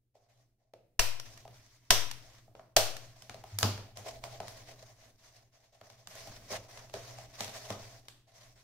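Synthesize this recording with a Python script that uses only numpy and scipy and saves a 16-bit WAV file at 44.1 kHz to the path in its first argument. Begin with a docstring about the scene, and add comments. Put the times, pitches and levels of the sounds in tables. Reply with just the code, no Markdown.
"""Stapling a paper fan

At a craft table in a bare room, a small steel stapler snaps three times through a pleated paper fan
and is laid down; the fan is then turned and flexed by hand. Paper rustles, pleats drum, the table thuds.
Behind them, mains hum and a faint rumble swell and sink with the handling as the noise suppressor
on the camera's stereo microphone opens and shuts."""
import sys
import numpy as np
from scipy import signal
from scipy.fft import rfft, irfft, next_fast_len
from scipy.io import wavfile
from scipy.ndimage import uniform_filter1d, map_coordinates

SR = 44100
rng = np.random.default_rng(int(sys.argv[2]) if len(sys.argv) > 2 else 0)


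def put_to_file(sound):
    """Save the sound as 16-bit audio at rate SR, in the file named by the first command-line argument."""
    columns = np.atleast_2d(sound).T  # one column per channel
    safe = np.clip(columns, -1, 1)
    whole_steps = np.round(safe * 32767)
    wavfile.write(sys.argv[1], SR, whole_steps.astype(np.int16))


N = 380583

# staples driven home: t/s, level/dB, then relative pleat knock/dB, spring/dB, thud/dB, air swing/dB
STAPLES = [(0.9938, -15.5, -11, -3.5, -26.5, 0.8), (1.9055, -10, -15.5, -0.5, -24, -4.5),
           (2.765, -11, -2.5, -5, -22.5, -9.5)]
# the fan jerks toward or away from the microphone: one sign per staple
SWING_DIRECTIONS = [-1, 1, 1]
# the stapler's jaws spring open or jingle: t/s, level/dB
JAW_RELEASES = [(1.1974, -35.5), (1.3745, -48), (2.112, -33.5), (2.9658, -38), (3.5868, -36.5)]
# small contacts and creases: t/s, level/dB, relative pleat knock/dB, thud/dB, tilt/(dB per octave)
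CONTACTS = [(0.1524, -72, 21, -22, -3), (0.7363, -53.5, 11.5, -21, -6), (1.4524, -69, 29.5, -3, 2.5),
            (1.477, -50.5, 4, -24, -4), (2.4782, -76.5, 24.5, 9, -2.5), (2.5511, -53.5, 4, -20, -11),
            (2.5941, -54, 9, -11.5, -11.5), (3.2211, -44.5, -8, -24, 0.3), (3.2953, -37.5, -14, -15, -4.5),
            (3.3428, -44.5, 6.5, -13, -3.5), (3.4386, -50.5, 11.5, -28, 0.9),
            (3.5862, -25.5, -17, -25, 3.5), (3.609, -35.5, -6, -12, 2), (3.6286, -16.5, -17, -9.5, -1),
            (3.7769, -42, -6, -4.5, -4), (3.9713, -39, -17, -11, -.6), (4.2381, -34, -11, -38, -3.5),
            (4.4018, -38, 8.5, -9.5, -4.5), (4.4806, -38.5, -14, -32, -0.6), (4.686, -60, 14.5, -36, -1),
            (5.8121, -50, 3, -11.5, -7), (5.9, -49, -7, -16, -1.5), (6.072, -39, -19, -23, -0.5),
            (6.153, -48, 1, -23, 3), (6.2716, -50, 9, -2.8, 3), (6.5152, -40, -6, -4.5, -4.5),
            (6.5344, -38.5, -14, -23, -6), (6.7735, -43, -6, -22, -4), (6.8963, -50.5, -3, -25, -4.5),
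            (6.9388, -35.5, 4.5, -14, -5), (7.1847, -44.5, 4, -19, -3), (7.406, -27.5, -6.5, -18.5, -1),
            (7.4445, -36, -8, -21, 1.5), (7.4789, -40, -14, -10, -4), (7.7029, -32.5, -1, -6.5, -3.5),
            (8.083, -39.5, -23.5, -37, -3)]
# finger slides and flexes of the fan: t/s, length/s, hiss level/dB, drumming level/dB
HAND_STROKES = [(.14, .08, -72.5, -67.5), (.28, 0.14, -73, -74), (.58, 0.098, -87.5, -78.5),
                (1.24, 0.13, -54, -59.5), (1.489, 0.39, -61.5, -74), (2.166, 0.22, -57, -62.5),
                (2.547, .12, -70.5, -70), (2.993, 0.075, -57, -61), (3.146, .25, -59.5, -64),
                (3.442, 0.34, -58.5, -69), (3.764, .14, -64.5, -60.5), (3.954, 0.089, -50.5, -49),
                (4.039, 0.075, -47.5, -42), (4.228, 0.116, -51, -47.5), (4.4, 0.047, -57, -64),
                (4.453, 0.63, -52.5, -55), (5.174, 0.12, -62.5, -71), (5.219, 0.087, -59.5, -69),
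                (5.324, 0.097, -65, -66.5), (5.509, 0.157, -67, -70), (5.719, 0.04, -64.5, -63.5),
                (5.826, 0.21, -59.5, -61.5), (6.09, 0.2, -50.5, -56), (6.246, 0.287, -52.5, -58.5),
                (6.495, 0.027, -39, -40.5), (6.679, 0.12, -48.5, -51.5), (6.927, .33, -50.5, -54),
                (7.326, 0.069, -51.5, -60), (7.377, 0.37, -45, -49.5), (7.678, 0.021, -45.5, -43.5),
                (7.769, .19, -52.5, -56.5), (8.02, 0.047, -65, -64), (8.267, 0.077, -62, -62.5),
                (8.332, 0.14, -56, -61.5), (8.544, .1, -63, -69.5)]
# a hand settles on the table: t/s, level/dB
HAND_BUMPS = [(3.522, -31), (3.783, -56), (6.269, -49)]
# knocks on the fan's card spine: t/s, level/dB
SPINE_TAPS = [(0.996, -42.5), (1.91, -35), (2.769, -48), (4.051, -54.5), (6.504, -41.5), (6.94, -47.5),
              (7.4, -62), (7.7, -55)]

# modes of the stapler's spring: f/Hz, level/dB, t60/s
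SPRING_MODES = [(5680, -6, 0.033), (2770, -2, 0.012), (1785, -8, 0.028)]
# modes of the table top: f/Hz, level/dB, t60/s
TABLE_MODES = [(100.7, 1.5, 0.42), (182, -4, 0.17), (296.2, -10.5, 0.19), (430, -9.5, 0.093),
               (1290, 1, 0.033)]
# modes of the hollow spine: f/Hz, level/dB, t60/s
SPINE_MODES = [(402, 2, 0.14), (470, -3.5, 0.12), (513, -1, 0.27), (564, -0.5, .15)]
# air pockets in the pleats: f/Hz, width/Hz, level/dB
PLEAT_RESONANCES = [(403, 12, -2.5), (569, 180, -1.5), (662, 52, 7.5), (795, 68, -1.5), (1083, 66, -14)]
# spectrum of a crack: f/Hz, level/dB
CRACK_SPECTRUM = [(180, -52), (300, -31.5), (645, -5.5), (1460, -10), (4440, -8), (5610, -6.5), (6100, -8),
                  (14700, -23), (16000, -32.5)]
# spectrum of sliding paper: f/Hz, level/dB
PAPER_SPECTRUM = [(530, -44.5), (900, -2.5), (1370, -6.5), (1990, -2), (2760, -7), (5960, -2),
                  (8050, -12.5), (14700, -21), (16000, -24.5)]
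# spectrum of the table top's rattle: f/Hz, level/dB
RATTLE_SPECTRUM = [(120, -30), (200, 3), (300, -8), (420, -7.5), (600, -7.5), (1300, -10), (2500, -43.5)]

# decay of the bare room: f/Hz, t60/s
ROOM_DECAY = [(200, 0.72), (600, 0.45), (2000, 0.54), (6000, 0.42), (14000, .33)]
# colour of the room's tail: f/Hz, level/dB
ROOM_SPECTRUM = [(150, 1), (500, -2.5), (1500, -5), (6000, -2.5), (9000, -2.5), (15000, 2.5)]
# lines of the hum: f/Hz, level/dB
HUM_LINES = [(121.6, 3.5), (108.4, -1.5)]
# spectrum of the background rumble: f/Hz, level/dB
RUMBLE_SPECTRUM = [(15, -3), (40, -6.5), (70, -10), (160, -17.5), (260, -15.5), (400, -21), (1000, -40)]
# likeness of left and right at the microphone: f/Hz, correlation
STEREO_LIKENESS = [(100, 1), (400, 0.81), (1500, .4), (5000, -0.08), (14000, -.1)]

EVENT_SAMPLES = 3 * SR // 4


def stapler():
    """A staple shears off and punches through: crack, spring ring, pleat knock, thud, a swing of air."""
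    out, t = np.zeros((2, N)), np.arange(EVENT_SAMPLES) / SR
    jaw_time = np.clip(t - .003, 0, 1)  # the jaws meet just after the first crack
    u = t / .036  # time on the scale of the air swing
    air = (1 - np.exp(-4 * u)) * (1 - u) * np.exp(-.8 * u)
    for (start, db, knock_db, spring_db, thud_db, swing_db), sign in zip(STAPLES, SWING_DIRECTIONS):
        blow = crack(t, rise=.0028, hold=.0035, t60=.03)
        blow += amp(spring_db) * ring(SPRING_MODES, jaw_time, attack=.00017)
        blow += amp(knock_db) * np.roll(pleat_knock(t), round(.004 * SR))
        blow = in_room(blow, wet_db=-.5)
        thud = amp(thud_db) * ring(TABLE_MODES, t, attack=.0027)
        swing = sign * amp(swing_db) * air * amp([[4], [-9]])  # mostly on the left microphone port
        add(out, start - .002, amp(db) * (blow + thud + swing))
    for start, db in JAW_RELEASES:
        jingle = crack(t, rise=.001, hold=.003, t60=.015) + ring(SPRING_MODES, t, attack=.0005)
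        add(out, start, amp(db) * in_room(jingle, wet_db=-6))
    return out


def crack(t, rise, hold, t60):
    """Stereo cracking noise swells, holds for a moment, then dies fast."""
    envelope = np.clip(t / rise, 0, 1) ** 2 * amp(-60 * np.clip(t - hold, 0, 1) / t60)
    noise = spread(rng.standard_normal((2, len(t))), CRACK_SPECTRUM)
    return unit(noise * envelope) * np.sqrt(np.mean(envelope ** 2))


def contacts():
    """Each small contact cracks, knocks the pleats and thuds on the table in its own mix."""
    out, t = np.zeros((2, N)), np.arange(EVENT_SAMPLES) / SR
    for start, db, knock_db, thud_db, tilt_db in CONTACTS:
        snap = crack(t, rise=.0007, hold=.002, t60=.014)
        tick = filtered(snap, lambda hz: amp(tilt_db * np.log2(hz / 4000 + .17)))
        tick += amp(knock_db) * pleat_knock(t)
        add(out, start, amp(db) * (in_room(tick, wet_db=-1.5) + amp(thud_db) * table_thud(t)))
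    return out


def paper_rustle():
    """Paper slides and flexes: clumped tiny creases on a patchy hiss, and both drum on the pleats."""
    crease_chance = 90 / SR * amp(3 * wobble(14))
    sizes = (rng.random(N) < crease_chance) * amp(np.minimum(5 * rng.exponential(1, N), 9))
    scratch = amp(-60 * np.arange(600) / SR / .053)  # envelope of one crease
    creases = np.convolve(sizes, scratch)[:N] * rng.standard_normal((2, N))
    sliding = rng.standard_normal((2, N)) * amp(2.4 * wobble(25))
    friction = amp(-5) * unit(creases) + sliding
    hiss = unit(shifting_folds(spread(friction, PAPER_SPECTRUM), depth_db=1.5))
    push = spread(friction * amp(1.2 * wobble(30)), [(100, 0)])  # flat spectrum
    drumming = unit(filtered(push, pleat_response))
    hiss_gain, drum_gain = stroke_gains()
    return hiss_gain * hiss + drum_gain * drumming


def stroke_gains(attack_s=.022, sag_db_per_s=17.5, release_db_per_s=139.5):
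    """Gains of hiss and drumming: each stroke of the hand swells in, sags while it lasts and dies away."""
    power, t = np.zeros((2, N)), np.arange(SR + SR // 2) / SR
    for start, length, hiss_db, drum_db in HAND_STROKES:
        fall_db = sag_db_per_s * t + release_db_per_s * np.clip(t - length, 0, None)
        envelope = np.clip(t / attack_s, 0, 1) * amp(-fall_db)
        add(power, start, (amp([[hiss_db], [drum_db]]) * envelope) ** 2)
    return np.sqrt(power)


def shifting_folds(x, depth_db):
    """Different folds sound in turn: a random gain over time and frequency."""
    spectra = signal.stft(x, nperseg=256)[2]
    patches = uniform_filter1d(rng.standard_normal(spectra.shape[1:]), size=8, axis=0)
    patches = uniform_filter1d(patches, size=12, axis=1)
    return signal.istft(spectra * amp(depth_db * unit(patches)), nperseg=256)[1][:, :N]


def pleat_knock(t):
    """A short push drums on the pleats; peak 1."""
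    push = amp(-60 * t / .006) * rng.standard_normal(len(t))
    knock = filtered(push, pleat_response)
    return knock / np.abs(knock).max()


def pleat_response(hz):
    """The air pockets of the folded paper resonate, in alternating polarity."""
    return sum((-1) ** k * amp(db) * 1j * hz * width / (centre ** 2 - hz ** 2 + 1j * hz * width)
               for k, (centre, width, db) in enumerate(PLEAT_RESONANCES))


def bumps_and_taps():
    """Soft bumps wake only the table's lowest mode; taps ring the hollow spine of the fan."""
    out, t = np.zeros((2, N)), np.arange(EVENT_SAMPLES) / SR
    for start, db in HAND_BUMPS:
        add(out, start, amp(db) * ring(TABLE_MODES[:1], t, attack=.034)[None])
    for start, db in SPINE_TAPS:
        tap = np.tile(ring(SPINE_MODES, t, attack=.0028), (2, 1))
        add(out, start, amp(db) * in_room(tap, wet_db=-4.5))
    return out


def table_thud(t, rattle_db=-2):
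    """The table top booms on its modes and rattles as it settles."""
    noise = unit(spread(rng.standard_normal((2, len(t))), RATTLE_SPECTRUM))
    rattle = noise * amp(-60 * t / .33) * (1 - np.exp(-t / .002))
    return ring(TABLE_MODES, t, attack=.0058) + amp(rattle_db) * rattle


def in_room(x, wet_db, delay_s=.0076):
    """The room's tail reaches the microphone after x, in its broad colour, each band at its own decay."""
    n = x.shape[1]
    hz, t, spectra = signal.stft(rng.standard_normal((2, n)), SR, nperseg=256)
    decay = amp(-60 * t / along(ROOM_DECAY, hz)[:, None])
    tail = signal.istft(spectra * decay, SR, nperseg=256)[1]
    tail = np.pad(spread(tail, ROOM_SPECTRUM), ((0, 0), (round(delay_s * SR), 0)))[:, :n]
    tail /= np.linalg.norm(tail[0])
    bin_hz, power = np.fft.rfftfreq(n, 1 / SR), np.abs(rfft(x[0])) ** 2
    # many paths blur the fine spectrum, most of all in the treble
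    power = np.where(bin_hz < 1200, uniform_filter1d(power, 110), uniform_filter1d(power, 700))
    return x + amp(wet_db) * filtered(tail, lambda f: np.sqrt(np.abs(np.interp(f, bin_hz, power))))


def hum_and_rumble():
    """Behind the handling, two wavering hum lines beat over a rumble."""
    t = np.arange(N) / SR
    stereo_phase = np.array([[.2], [-.2]])
    hum = sum(amp(db + 3 * wobble(7.8)) * np.sin(2 * np.pi * hz * t + .4 * wobble(1.3) + stereo_phase)
              for hz, db in HUM_LINES)
    rumble = unit(spread(rng.standard_normal((2, N)), RUMBLE_SPECTRUM)) * amp(2.2 * wobble(6))
    return hum + rumble


def suppressor_gain(front, shut_db=-82, open_db=-46.5, follow_s=.11, floor_db=-83.5, db_per_db=.74):
    """The noise suppressor holds the background down and lets go slowly while the front is loud."""
    power = uniform_filter1d(np.mean(front ** 2, axis=0), size=1300)
    excess_db = np.clip(10 * np.log10(np.abs(power) + 1e-20), shut_db, open_db) - shut_db
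    step = 1 / (follow_s * SR)
    followed_db = signal.lfilter([step], [1, step - 1], excess_db)
    return amp(floor_db + db_per_db * followed_db)


def ring(modes, t, attack):
    """One blow on a set of modes, each at a new strength."""
    tones = sum(amp(db + rng.normal(0, 2) - 60 * t / t60) * np.sin(2 * np.pi * hz * t)
                for hz, db, t60 in modes)
    return tones * (1 - np.exp(-t / attack))


def spread(pair, spectrum):
    """Two unrelated signals become a coloured left and right, more alike in the bass."""
    def mid_side_gains(hz):
        angle = np.arccos(along(STEREO_LIKENESS, hz)) / 2
        return amp(along(spectrum, hz)) * [np.cos(angle), np.sin(angle)]
    mid, side = filtered(pair, mid_side_gains)
    return np.array([mid + side, mid - side])


def filtered(x, response):
    """x through a frequency response."""
    size = next_fast_len(x.shape[-1] + 8192)
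    return irfft(rfft(x, size) * response(np.fft.rfftfreq(size, 1 / SR)), size)[..., :x.shape[-1]]


def along(points, hz):
    """(f/Hz, value) points read on a log frequency axis."""
    freqs, values = np.transpose(points)
    return np.interp(np.log(hz + 1), np.log(freqs + 1), values)


def wobble(rate):
    """A smooth random curve, rate knots a second."""
    return map_coordinates(rng.standard_normal(int(N * rate / SR) + 4), [np.arange(N) * rate / SR])


def amp(db):
    """dB to gain."""
    return 10 ** (np.asarray(db) / 20)


def unit(x):
    """x at rms 1."""
    return x / np.sqrt(np.mean(x ** 2) + 1e-20)


def add(out, start, x):
    """Mixes x into out from start, in seconds."""
    part = out[:, round(start * SR):][:, :x.shape[1]]
    part += x[:, :part.shape[1]]


def scene():
    """The work on the table in front, hum and rumble let through behind it."""
    front = stapler() + contacts() + bumps_and_taps() + paper_rustle()
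    return front + suppressor_gain(front) * hum_and_rumble()


def record(dry):
    """The microphone lifts the top octave a little; the camera keeps nothing above its band limit."""
    top_hz, slope_hz = 16200, 600
    lift = [(8000, -1.5), (11000, -.8), (14000, 1.5)]  # f/Hz, level/dB
    return filtered(dry, lambda hz: np.clip((top_hz - hz) / slope_hz, 0, 1) ** 2 * amp(along(lift, hz)))


dry = scene()
out = record(dry)
put_to_file(out)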